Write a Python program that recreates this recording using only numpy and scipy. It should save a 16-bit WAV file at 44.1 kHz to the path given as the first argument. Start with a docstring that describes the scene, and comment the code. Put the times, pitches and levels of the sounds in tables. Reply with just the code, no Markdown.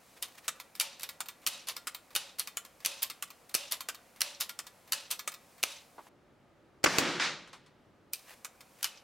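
"""Pumping and firing an air rifle

An air rifle is pumped eight times, close by in a small room: the lever is pried open, its links tick,
it hits its stop, then it slaps shut and air rushes through the valve. The scene cuts to the shooting
bench, where one shot rings down a long indoor range; the pellet cracks on the target and clangs into
the far trap. Then it cuts back for one more pump. Clothes rustle and the ventilation blows softly."""
import sys
import numpy as np
from scipy import signal
from scipy.fft import rfft, irfft, next_fast_len
from scipy.io import wavfile
from scipy.ndimage import uniform_filter1d

SR = 44100
rng = np.random.default_rng(int(sys.argv[2]) if len(sys.argv) > 2 else 0)


def bounce(signal):
    """Save signal as a 16-bit WAV file at the path given by the first command-line argument."""
    frames = np.transpose(np.atleast_2d(signal))
    limited = np.clip(frames, -1, 1)
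    pcm = np.round(limited * 32767).astype(np.int16)
    wavfile.write(sys.argv[1], SR, pcm)


N = 398223
TIME = np.arange(N) / SR
BENCH_FROM_S, BENCH_TO_S = 6.09, 8.125
CUTOFF_HZ = 16000

# A "t60" is the time a sound takes to fade by 60 dB. A higher "tilt" makes it brighter.
# Levels are starting points: the functions add their own gains and filters.
# The lever snaps out of its seat: (time [s], crack [dB], ring [dB], tilt [dB/octave],
# creak before it [s], delay of the link tick [s], tick [dB])
PRIES = [(0.2255, -28, -40, 0.5, 0.00052, .058, -53), (1.0326, -30, -42, -1, 0.036, 0.058, -35.5),
         (1.686, -29.5, -36, -1, 0.015, 0.08, -34.5), (2.3958, -25.5, -37.5, 2.5, 0.01, .078, -35.5),
         (3.0299, -22, -37.5, 4, 0.0085, .07, -34), (3.7219, -24.5, -35, 1, .01, 0.085, -34.5),
         (4.4089, -25.5, -34, 2.5, .007, .085, -34), (5.1121, -24.5, -34.5, 3.5, 0.0067, 0.081, -34),
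         (8.1341, -27.5, -39, 3.5, 0, .058, -54)]
# The lever is fully open, and the slack links touch, then rebound: (time [s], crack [dB], ring [dB],
# tilt [dB/octave], delay of the rebound [s], touch [dB], rebound [dB])
STOPS = [(0.4805, -26.5, -27.5, 0.5, 0.12, -59, -38.5), (1.2049, -28.5, -32.5, 0.5, 0.081, -46, -36),
         (1.8714, -30, -31, 0.9, 0.076, -61, -36.5), (2.5712, -27.5, -32, 0.7, 0.079, -66, -44.5),
         (3.225, -28.5, -34, 0.6, .079, -57.5, -44), (3.887, -27, -30.5, 0.1, 0.059, -64, -43),
         (4.5902, -29.5, -35, 0.2, .0774, -63, -42), (5.2762, -28, -30.5, 0.5, 0.064, -43.5, -42),
         (8.4471, -33, -36.5, 0, 0.16, -74, -47)]
# The lever's wooden grip, the forearm, slaps shut: (time [s], crack [dB], ring [dB], tilt [dB/octave],
# link tick [dB], head start of the linkage [s], linkage [dB], knock [dB], valve [dB], valve hold [s])
CLOSES = [(0.8087, -26, -24.5, 2.5, -43, 0.0095, -18.5, -46, -44.5, 0.028),
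          (1.4731, -18.5, -27.5, 2, -61, 0.0077, -20.5, -43, -46.5, .065),
          (2.1619, -19, -25.5, 0, -54, 0.01, -22.5, -39.5, -45, 0.028),
          (2.8601, -16.5, -29.5, 0.5, -52.5, 0.011, -23.5, -40, -45, 0.054),
          (3.5501, -17, -25.5, 1.5, -48, 0.0069, -21.5, -30.5, -46, 0.07),
          (4.2173, -14.5, -28, 0, -54, 0.0099, -24.5, -63, -46, 0.057),
          (4.9323, -22, -29.5, -1, -54.5, .0103, -19, -65, -45.5, 0.033),
          (5.6368, -14.5, -36, -2.5, -56, 0.007, -22, -35, -47.5, 0.071),
          (8.844, -21, -25, -1, -61, .015, -24.5, -64, -50.5, .019)]
# The first pull for each shot sets a steel part singing: (time [s], level [dB])
PINGS = [(0.226, -47), (8.135, -38)]
# The muzzle pops (first two rows), then the pellet hits the target (last two rows):
# (time [s], level [dB], t60 [s], tilt [dB/octave])
MUZZLE_AND_TARGET = [(6.8408, -15, 0.025, 2.5), (6.8447, -13.5, 0.026, 2), (6.9845, -11.5, 0.015, 2.5),
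                     (6.9875, -25.5, 0.12, 3.5)]
# The shot slaps back from the near walls: (time [s], level [dB], t60 [s])
WALL_SLAPS = [(6.8595, -18.5, 0.04), (6.8625, -19, 0.084)]
# Pressure waves under the pop, the wall slap and the target hit:
# (time [s], level [dB], pitch [Hz], t60 [s])
BLASTS = [(6.8414, -11, 570, 0.01), (6.8607, -7, 1220, 0.0058), (6.985, -14, 416, 0.01)]
# The jacket rustles as the rifle is raised and lowered: (time [s], level [dB])
JACKET_RUSTLE = [(0, -68), (.1, -63.5), (.35, -68.5), (.9, -71), (5.4, -68.5), (5.75, -63.5), (5.93, -68),
                 (6.07, -66), (8.17, -62), (8.6, -73.5), (8.85, -62), (9.02, -85)]
# Sleeve and hand brush the stock: (time [s], level [dB], half length [s])
BRUSHES = [(0.176, -56, 0.0081), (0.322, -61, 0.0036), (0.354, -56.5, 0.0042), (0.387, -52, 0.0073),
           (0.455, -55.5, 0.017), (8.299, -52, 0.02), (8.337, -57.5, 0.0092)]
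# Dull knocks on the bench and around the range: (time [s], level [dB], t60 [s], tilt [dB/octave])
KNOCKS = [(5.981, -43.5, 0.11, -0.5), (5.99, -48.5, 0.13, -2), (6.068, -51, 0.062, 4.5),
          (7.474, -53, 0.12, 9), (7.53, -45, 0.17, 8.5), (7.662, -57, 0.11, 9)]

# The tone of each sound, or how strong it is from bass to treble: (frequency [Hz], level [dB])
PRY_TONE = [(120, -64), (200, -41.5), (401, -19.5), (836, -15), (1060, -5.5), (1450, -11), (2420, -3.5),
            (4270, 0), (4860, -1.5), (7410, -5.5), (9580, -2.5), (14600, -4.5), (16000, -19.5)]
LINK_TONE = [(180, -47), (300, -9.5), (774, -10.5), (1140, 9), (1530, -9), (2400, 4.5), (3030, -6),
             (4230, 0.5), (6300, -6), (10900, -10.5), (14500, -5), (16000, -16.5)]
STOP_TONE = [(120, -52), (200, -19), (749, -8), (968, -11), (1180, 1.5), (1710, -4.5), (2130, -7),
             (2330, -1), (3690, -8), (5630, -7), (7270, -3), (9750, -8), (14900, -13.5), (16000, -20)]
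CLOSE_TONE = [(150, -48), (250, -31.5), (831, -13.5), (1260, -4), (1790, -7.5), (3060, -1), (3910, -8.5),
              (4340, 1), (5350, -6.5), (5830, -2.5), (7570, -6.5), (9830, -3.5), (13900, -10), (16000, -18)]
VALVE_TONE = [(240, -54.5), (400, -23), (504, -23), (553, 4), (645, -26), (708, -5), (814, -13.5),
              (879, -5.5), (1650, -8), (3930, -1), (9470, -9.5), (13300, -18.5), (16000, -24.5)]
CRACK_TONE = [(18, -39), (30, -32), (584, 2.5), (1540, -6.5), (2290, -3.5), (3060, -10), (3400, -13),
              (4650, -8), (5450, -16.5), (6900, -11), (9460, -25.5), (10500, -25), (16000, -31)]
WALL_TONE = [(24, -43.5), (40, -13), (231, -6), (600, -2.5), (715, -19), (1070, 1.5), (1590, 1.5),
             (2440, -7), (2630, -6), (3930, -19.5), (5440, -10.5), (16000, -50)]
RANGE_TONE = [(35, -43.5), (60, -26), (193, -3), (308, -3.5), (363, -4), (566, -6), (991, -6.5),
              (1410, -3.5), (1950, -6), (2250, -6.5), (2970, -11.5), (5460, -12), (6430, -15),
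              (16000, -41.5)]
BOOM_TONE = [(29, -63), (50, -34.5), (75, -32.5), (151, -6.5), (231, -4.5), (338, 4), (380, 1), (427, -11),
             (492, -1), (701, -7), (1530, -5.5), (2560, -8), (4010, -10), (7410, -22.5), (14000, -49)]
TRAP_TONE = [(240, -41), (400, -13.5), (593, -11.5), (690, -16), (780, -10), (1020, -10), (1140, -6),
             (1910, -4), (2250, -3.5), (3240, -9.5), (3770, -6.5), (6820, -15), (15000, -52.5)]
BRUSH_TONE = [(290, -31), (500, -5), (1280, -1), (1360, -6), (1750, 2), (3000, -4.5), (7100, -10.5),
              (16000, -14)]
KNOCK_TONE = [(100, -28), (300, -5.5), (600, -4), (1000, 4.5), (1600, -9.5), (4000, -24), (9000, -44.5),
              (15000, -70)]
ROOM_AIR_TONE = [(15, -39), (25, -5.5), (242, 3.5), (405, -0.5), (531, 5.5), (624, 0.5), (714, 3.5),
                 (863, 0), (988, -0.5), (1790, -7), (2480, -7), (3430, -20.5), (4490, -21.5), (14000, -18),
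                 (16000, -48.5)]
BENCH_AIR_TONE = [(15, -52), (25, -21), (113, -9.5), (231, -10.5), (353, -8.5), (448, -15.5), (539, -12.5),
                  (584, -10), (632, -16), (684, -16), (824, -17), (1130, -21.5), (1230, -17.5), (1360, -21),
                  (14000, -49)]

# Notes that ring in the steel links, the closed rifle and the singing part. Narrow ones last longer:
# (pitch [Hz], width before damping [Hz], level [dB])
LINK_NOTES = [(1169, 43, -2.5), (1400, 31, -1.5), (1700, 44, -1.5), (1950, 41, -3.5), (2210, 140, -1.5),
              (3157, 140, 3), (3430, 39, -5), (3660, 140, 4), (4180, 17, -10.5), (4240, 40, -6.5),
              (5080, 100, -4), (5470, 71, -10), (6720, 13.3, -16), (6500, 59, -11), (7080, 120, -4.5),
              (7560, 54, -9), (8520, 100, -1), (9500, 10, -16.5), (9200, 140, -5.5), (9400, 45, -13)]
BODY_NOTES = [(1297, 110, -3.5), (2335, 49, -3.5), (2550, 29, -5), (2820, 60, 0), (3010, 150, 6.5),
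              (3700, 46, 1), (4300, 500, 6), (4683, 100, 5), (4940, 120, 2.5), (5796, 480, 2.5),
              (6550, 98, -2.5), (8730, 99, -5.5)]
PING_NOTES = [(2430, 40, 3), (2650, 18, -1), (5870, 45, -10), (9410, 36, 0)]
# Notes of the air in the valve passage and across the range: (pitch [Hz], width [Hz], level [dB])
VALVE_NOTES = [(578, 48, -0.5), (883, 70, -6), (2570, 100, -0.5), (2800, 57, 3), (3090, 67, -4.5),
               (3550, 55, 0), (3860, 76, 0.5), (4677, 110, -9.5), (5040, 140, -8)]
RANGE_NOTES = [(166.6, 30, -3), (230, 18, -6.5), (269.5, 18, 2.5), (309, 24, -5), (363, 18.3, 1.5),
               (482, 18, -5.5)]

# How long sound lingers in each space: (frequency [Hz], t60 [s])
VALVE_DECAY = [(500, 0.54), (3000, 0.66), (7000, 0.46), (14000, 0.33)]
RANGE_DECAY = [(100, 1.77), (400, 0.38), (1500, 0.97), (5000, 0.96), (9000, 0.79), (14000, .35)]
TRAP_DECAY = [(500, 0.73), (1500, 0.3), (5000, 0.45), (12000, 0.23)]
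ROOM_DECAY = [(200, 0.15), (2000, 0.46), (6000, 0.27), (14000, 0.087)]

# How wide each sound is in stereo: (frequency [Hz], sides against middle [dB])
RIFLE_SPREAD = [(200, 2), (600, -11.5), (1500, -33), (2700, -22.5), (5500, -10.5), (15000, -11)]
CRACK_SPREAD = [(300, 0), (1000, 0.5), (3000, -2.5), (7000, -7.5), (11000, 10), (15000, 2)]
WALL_SPREAD = [(200, -11), (1000, -18.5), (5000, -10)]


def lever_pry(slip_count=3, free_after_s=0.0055):
    """The catch creaks in small slips, snaps and springs free. A first pull has little or no creak."""
    hits = []
    for s, crack_db, ring_db, tilt, creak_s, *_ in PRIES:
        hits.append((s, crack_db, ring_db, tilt))
        if creak_s > 0:
            slips = np.linspace(s - creak_s, s, slip_count, endpoint=False)
            hits += [(slip, crack_db - 13.5, ring_db - 7, -0.95) for slip in slips]
            hits.append((s + free_after_s, crack_db - 7.5, ring_db, -0.46))
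    return contacts(hits, PRY_TONE, BODY_NOTES, crack_t60=0.02, crack_tilt=0.97, clatter_t60=0.12,
                    clatter_tilt=-2.8, clatter_db=0.5, notes_db=-3.5, damping=0.42, scrape_db=-16)


def link_ticks(touch_share=0.665, before_slap_s=0.056):
    """The links tick when their load changes: after the pry, twice after the stop, before the slap."""
    ticks = [(s + delay, db) for s, *_, delay, db in PRIES]
    for s, *_, delay, touch_db, rebound_db in STOPS:
        ticks += [(s + touch_share * delay, touch_db), (s + delay, rebound_db)]
    ticks += [(s - before_slap_s, db) for s, _, _, _, db, *_ in CLOSES]
    hits = [(s, db, db - 5.5, 1.5) for s, db in ticks]
    return contacts(hits, LINK_TONE, LINK_NOTES, crack_t60=0.019, crack_tilt=0.44, clatter_t60=0.071,
                    clatter_tilt=0, clatter_db=4.5, notes_db=-5, damping=0.22, scrape_db=-15.5)


def lever_stop():
    """The lever clacks against its stop at the end of each opening swing."""
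    hits = [row[:4] for row in STOPS]
    return contacts(hits, STOP_TONE, LINK_NOTES, crack_t60=0.015, crack_tilt=1, clatter_t60=0.068,
                    clatter_tilt=-0.3, clatter_db=2, notes_db=-7, damping=0.4, scrape_db=-25)


def lever_close():
    """The lever shuts with two quick hits: first the steel linkage, then the wooden forearm."""
    hits = []
    for s, crack_db, ring_db, tilt, _, head_start_s, linkage_db, *_ in CLOSES:
        hits.append((s - head_start_s, linkage_db, linkage_db - 6.5, 1))
        hits.append((s, crack_db, ring_db, tilt))
    return contacts(hits, CLOSE_TONE, BODY_NOTES, crack_t60=0.0094, crack_tilt=1, clatter_t60=0.084,
                    clatter_tilt=-1.3, clatter_db=-1, notes_db=3, damping=0.99, scrape_db=-26)


def contacts(hits, tone, notes, crack_t60, crack_tilt, clatter_t60, clatter_tilt, clatter_db,
             notes_db, damping, scrape_db, size=8192):
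    """Hard parts meet: a brief scrape, a bright crack, then an uneven clatter and a few clear notes."""
    out, lead = np.zeros((2, N)), size // 32
    notes = [(hz, np.clip(width, 55, 95), db) for hz, width, db in notes]   # hands damp all about alike
    for s, crack_db, ring_db, tilt in hits:
        scrape = noise(tone, lead, tilt) * np.linspace(0, 1, lead)
        hit_tone = uneven_tone(tone)
        crack = noise(hit_tone, size, tilt + crack_tilt) * fade(crack_t60, size)
        clatter = noise(hit_tone, size, tilt + clatter_tilt) * fade(clatter_t60, size)
        clatter *= flutter(600, 2.4, size)
        ring = from_db(clatter_db) * clatter + from_db(notes_db) * struck(notes, damping, size)
        ring *= fade_in(0.015, size)
        add(out, s - lead / SR, from_db(crack_db + scrape_db) * scrape)
        add(out, s, from_db(crack_db + 2.5) * crack + from_db(ring_db) * ring)
    return out


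def forearm(knock_hz=470, knock_t60=0.0034, push_s=0.0065, push_db=-59, size=2048):
    """The wood lands with a soft, low push and a very short hollow knock."""
    out, t = np.zeros((2, N)), TIME[:size]
    knock = low_cut(np.sin(2 * np.pi * knock_hz * t) * t * fade(knock_t60, size), hz=215)
    push = np.sin(np.pi * np.minimum(t / push_s, 1))
    for s, *_, knock_db, _, _ in CLOSES:
        add(out, s, from_db(knock_db) * knock / abs(knock).max() + from_db(push_db) * push)
    return out


def steel_ping():
    """A steel part gives a thin ring on the first pull for each shot."""
    out = np.zeros((2, N))
    for s, db in PINGS:
        add(out, s, from_db(db) * struck(PING_NOTES, damping=0.99, size=8192))
    return out


def valve(opens_after_s=0.005, shuts_after_s=0.18, whistle_db=-5, size=16384):
    """Squeezed air sputters into the rifle's tank and makes the passage sing until the valve shuts."""
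    out, t = np.zeros((2, N)), TIME[:size]
    opening = 1 / np.hypot(1, (t / shuts_after_s) ** 5)
    for s, *_, db, hold_s in CLOSES:
        hiss = wash(VALVE_TONE, VALVE_DECAY, 0.004, hold_s, size) * flutter(140, 1.3, size)
        flow = from_db(-130 * np.maximum(t - hold_s, 0)) * fade_in(0.06, size)
        # Each stroke brings out different notes.
        notes = [(hz, width, level + 2 * rng.standard_normal()) for hz, width, level in VALVE_NOTES]
        whistle = from_db(whistle_db) * singing_noise(notes, size) * flow
        add(out, s + opens_after_s, from_db(db) * opening * (hiss + whistle))
    return out


def shot_and_target(hiss_s=6.832, size=8192):
    """The muzzle pops, near walls slap back, then a sharp crack follows as the pellet hits the target."""
    out = np.zeros((2, N))
    for s, db, hz, t60 in BLASTS:
        wave = np.sin(2 * np.pi * hz * TIME[:size]) * fade(t60, size)
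        add(out, s, from_db(db) * low_cut(wave, hz=60))
    for s, db, t60, tilt in MUZZLE_AND_TARGET:
        add(out, s, from_db(db) * noise(CRACK_TONE, size, tilt, CRACK_SPREAD) * fade(t60, size))
    for s, db, t60 in WALL_SLAPS:
        slap = noise(WALL_TONE, size, spread=WALL_SPREAD) * fade(t60, size) * fade_in(0.002, size)
        add(out, s, from_db(db) * slap)
    # A faint, bright hiss starts just before the pop and fades under it.
    add(out, hiss_s, from_db(-45.5) * noise(RANGE_TONE, size, tilt=2) * fade(0.23, size))
    return out


def range_boom(ring_s=6.845, boom_s=6.985, size=65536):
    """The long range rings and booms, while waves caught between its walls build up and die away."""
    out, t = np.zeros((2, N)), TIME[:size // 2]
    add(out, ring_s, from_db(-33) * wash(RANGE_TONE, RANGE_DECAY, rise_s=0.0058, hold_s=0.14, size=size))
    add(out, boom_s, from_db(-33.5) * wash(BOOM_TONE, RANGE_DECAY, rise_s=0.014, hold_s=0.11, size=size))
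    swell = (t / 0.085) * np.exp(1 - t / 0.072)
    add(out, boom_s, from_db(-39.5) * singing_noise(RANGE_NOTES, len(t)) * swell)
    return out


def pellet_trap(heard_s=7.198, size=8192):
    """The pellet hits the trap, and the clang comes back from the far end of the range."""
    out = np.zeros((2, N))
    clang = wash(TRAP_TONE, TRAP_DECAY, rise_s=0.0052, hold_s=0.053, size=4 * size)
    impact = noise(TRAP_TONE, size, tilt=-1.8) * fade(0.04, size) * fade_in(0.002, size)
    add(out, heard_s, from_db(-30) * clang)
    add(out, heard_s, from_db(-24) * impact)
    return out


def piston_and_jacket(opening_db=-65.5, closing_db=-71.5):
    """One soft hiss follows the sliding piston and, away from the bench, the rustling jacket."""
    piston = from_db(opening_db) * swing(PRIES, STOPS) + from_db(closing_db) * swing(STOPS, CLOSES)
    rustle = from_db(np.interp(TIME, *np.transpose(JACKET_RUSTLE))) * (1 - at_bench())
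    return np.hypot(piston, rustle) * noise([(2000, 1), (5000, 0), (10000, -2.5), (15000, -7)], N)


def brushing(grip_before_s=0.035, grip_db=-60, grip_half_s=0.013):
    """Cloth catches and lets go on the stock, and the hand slides on the forearm before every slap."""
    grips = [(s - grip_before_s, grip_db, grip_half_s) for s, *_ in CLOSES]
    swells = sum(from_db(db) * np.exp(-((TIME - s) / half) ** 2 / 2) for s, db, half in BRUSHES + grips)
    return swells * noise(BRUSH_TONE, N) * flutter(per_second=250, depth_db=3, size=N)


def bench_knocks(size=16384):
    """Things knock dully on the bench and around the range."""
    out = np.zeros((2, N))
    for s, db, t60, tilt in KNOCKS:
        add(out, s, from_db(db) * noise(KNOCK_TONE, size, tilt) * fade(t60, size) * fade_in(0.002, size))
    return out


def far_wall(sound, delay_s=0.13, echo_db=-31.5, smear_t60=0.053, size=4096):
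    """A distant wall sends back one soft, smeared echo."""
    out = np.zeros((2, N))
    smear = noise([(300, -4), (6000, 13), (15000, -23)], size) * fade(smear_t60, size)
    add(out, delay_s, from_db(echo_db) * with_tail(sound, smear))
    return out


def small_room(sound, echo_db=-16):
    """Many echoes from the small room blend into a faint, short tail."""
    tone = [(150, 10), (1000, 3), (5000, -1), (15000, 4.5)]
    tail = wash(tone, ROOM_DECAY, rise_s=0.0052, hold_s=0, size=16384)
    return from_db(echo_db) * with_tail(sound, tail)


def ventilation(room_db=-63, bench_db=-63.5):
    """Moving air makes a steady noise, duller at the bench."""
    bench, spread = at_bench(), [(100, -10.5), (10000, -8)]
    room_air = from_db(room_db) * noise(ROOM_AIR_TONE, N, spread=spread)
    bench_air = from_db(bench_db) * noise(BENCH_AIR_TONE, N, spread=spread)
    return (1 - bench) * room_air + bench * bench_air


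def at_bench():
    """1 while the scene is at the bench, otherwise 0, with a quick blend between."""
    return uniform_filter1d(((TIME > BENCH_FROM_S) & (TIME < BENCH_TO_S)) * 1., size=256)


def swing(starts, ends):
    """The lever's speed, from 0 to 1: it rises and falls between one contact and the next."""
    speed = np.zeros(N)
    for (start, *_), (end, *_) in zip(starts, ends):
        moving = (TIME > start) & (TIME < end)
        speed[moving] = np.sin(np.pi * (TIME[moving] - start) / (end - start))
    return speed


def uneven_tone(tone, uneven_db=3, count=70):
    """The tone of one blow: where it lands decides which pitches stand out."""
    hz = np.geomspace(tone[0][0], CUTOFF_HZ, count)
    return np.column_stack([hz, at_hz(tone, hz) + uneven_db * rng.standard_normal(count)])


def struck(notes, damping, size):
    """A blow sets notes ringing, each with a random strength. 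More damping stops them sooner."""
    hz, width, db = np.array(notes).T[:, :, None]
    strength, t = from_db(db + 3 * rng.standard_normal(hz.shape)), TIME[:size]
    waves = np.sin(2 * np.pi * (hz * t + rng.random(hz.shape)))
    rings = strength * waves * np.exp(-np.pi * damping * width * t)
    return rings.sum(axis=0) / np.sqrt(np.sum(strength ** 2) / 2)


def singing_noise(notes, size):
    """Noise that is strong only near the given notes."""
    hz = np.fft.rfftfreq(size, 1 / SR)
    peaks = sum(from_db(db) / (1 + 2j * (hz - centre) / width) ** 2 for centre, width, db in notes)
    return unit_level(irfft(peaks * np.exp(2j * np.pi * rng.random(len(hz))), size))


def noise(tone, size, tilt=0, spread=RIFLE_SPREAD):
    """Stereo noise with the given tone, tilted above 700 Hz."""
    padded = next_fast_len(size)
    hz = np.fft.rfftfreq(padded, 1 / SR) + 1
    gain = from_db(at_hz(tone, hz) + tilt * np.log2(np.maximum(hz, 700)))
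    gain /= np.hypot(1, (tone[0][0] / hz) ** 2)   # falls away below the tone's lowest frequency
    middle, side = gain * np.exp(2j * np.pi * rng.random((2, len(hz))))
    left_right = middle + from_db(at_hz(spread, hz)) * side * [[1], [-1]]
    return unit_level(irfft(left_right, padded)[:, :size])


def wash(tone, decay, rise_s, hold_s, size):
    """Noise that swells, holds, then dies away, each octave at its own pace."""
    t, octave = TIME[:size], np.log2(np.fft.rfftfreq(size, 1 / SR) + 1)
    spread = [(100, -3.5), (700, -24), (3000, -16), (10000, -3.5)]
    spectrum, out = rfft(noise(tone, size, spread=spread)), 0
    for k in range(5, 16):
        band = irfft(spectrum * np.maximum(1 - abs(octave - k), 0), size)
        out = out + band * from_db(-60 * np.maximum(t - hold_s, 0) / at_hz(decay, 2. ** k))
    return out * (1 - np.exp(-t / rise_s))


def flutter(per_second, depth_db, size):
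    """A volume that wobbles at random."""
    steps = TIME[:size] * per_second
    return unit_level(from_db(depth_db * np.interp(steps, np.arange(size), rng.standard_normal(size))))


def with_tail(sound, tail):
    """Gives every moment of a sound the same tail of echoes."""
    return signal.fftconvolve(sound, tail / np.sqrt(np.sum(tail ** 2) / 2), axes=1)[:, :N]


def low_cut(sound, hz):
    """Turns down the bass, because small parts give off little of it."""
    return signal.sosfilt(signal.butter(2, hz, "high", fs=SR, output="sos"), sound + 1e-18)


def fade(t60, size):
    """A volume that falls by 60 dB every t60 seconds."""
    return from_db(-60 * TIME[:size] / t60)


def fade_in(seconds, size):
    """A volume that rises from 0 to almost 1 in the given time."""
    return 1 - fade(seconds, size)


def at_hz(table, hz):
    """Reads a table between its rows, with the octaves evenly spaced."""
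    table = np.array(table)
    return np.interp(np.log(hz), np.log(table[:, 0]), table[:, 1])


def from_db(db):
    """Turns decibels into a number to multiply by."""
    return 10 ** (np.asarray(db) / 20)


def unit_level(sound):
    """Scales a sound to an average (rms) level of 1."""
    return sound / np.sqrt(np.mean(sound ** 2) + 1e-20)


def add(out, s, sound):
    """Mixes a sound in, starting at s seconds."""
    start = int(round(s * SR))
    out[:, start:start + sound.shape[-1]] += sound[..., :N - start]


def scene():
    """The pumping in its room, the shot on the range, and the quiet sounds around them."""
    clicks = lever_pry() + link_ticks() + lever_stop()
    slaps = lever_close()
    lever = low_cut(clicks + slaps + far_wall(slaps), hz=285)
    pumping = lever + forearm() + steel_ping() + valve()
    room = small_room(pumping)
    handling = piston_and_jacket() + brushing() + bench_knocks()
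    firing = shot_and_target() + range_boom() + pellet_trap()
    return pumping + room + handling + firing + ventilation()


def record(dry):
    """Rounds off the loudest peaks and cuts the highest treble."""
    ceiling = 0.33
    rounded = dry / (1 + (dry / ceiling) ** 4) ** (1 / 4)
    return signal.sosfiltfilt(signal.ellip(8, .1, 50, CUTOFF_HZ, fs=SR, output="sos"), rounded)


dry = scene()
out = record(dry)
bounce(out)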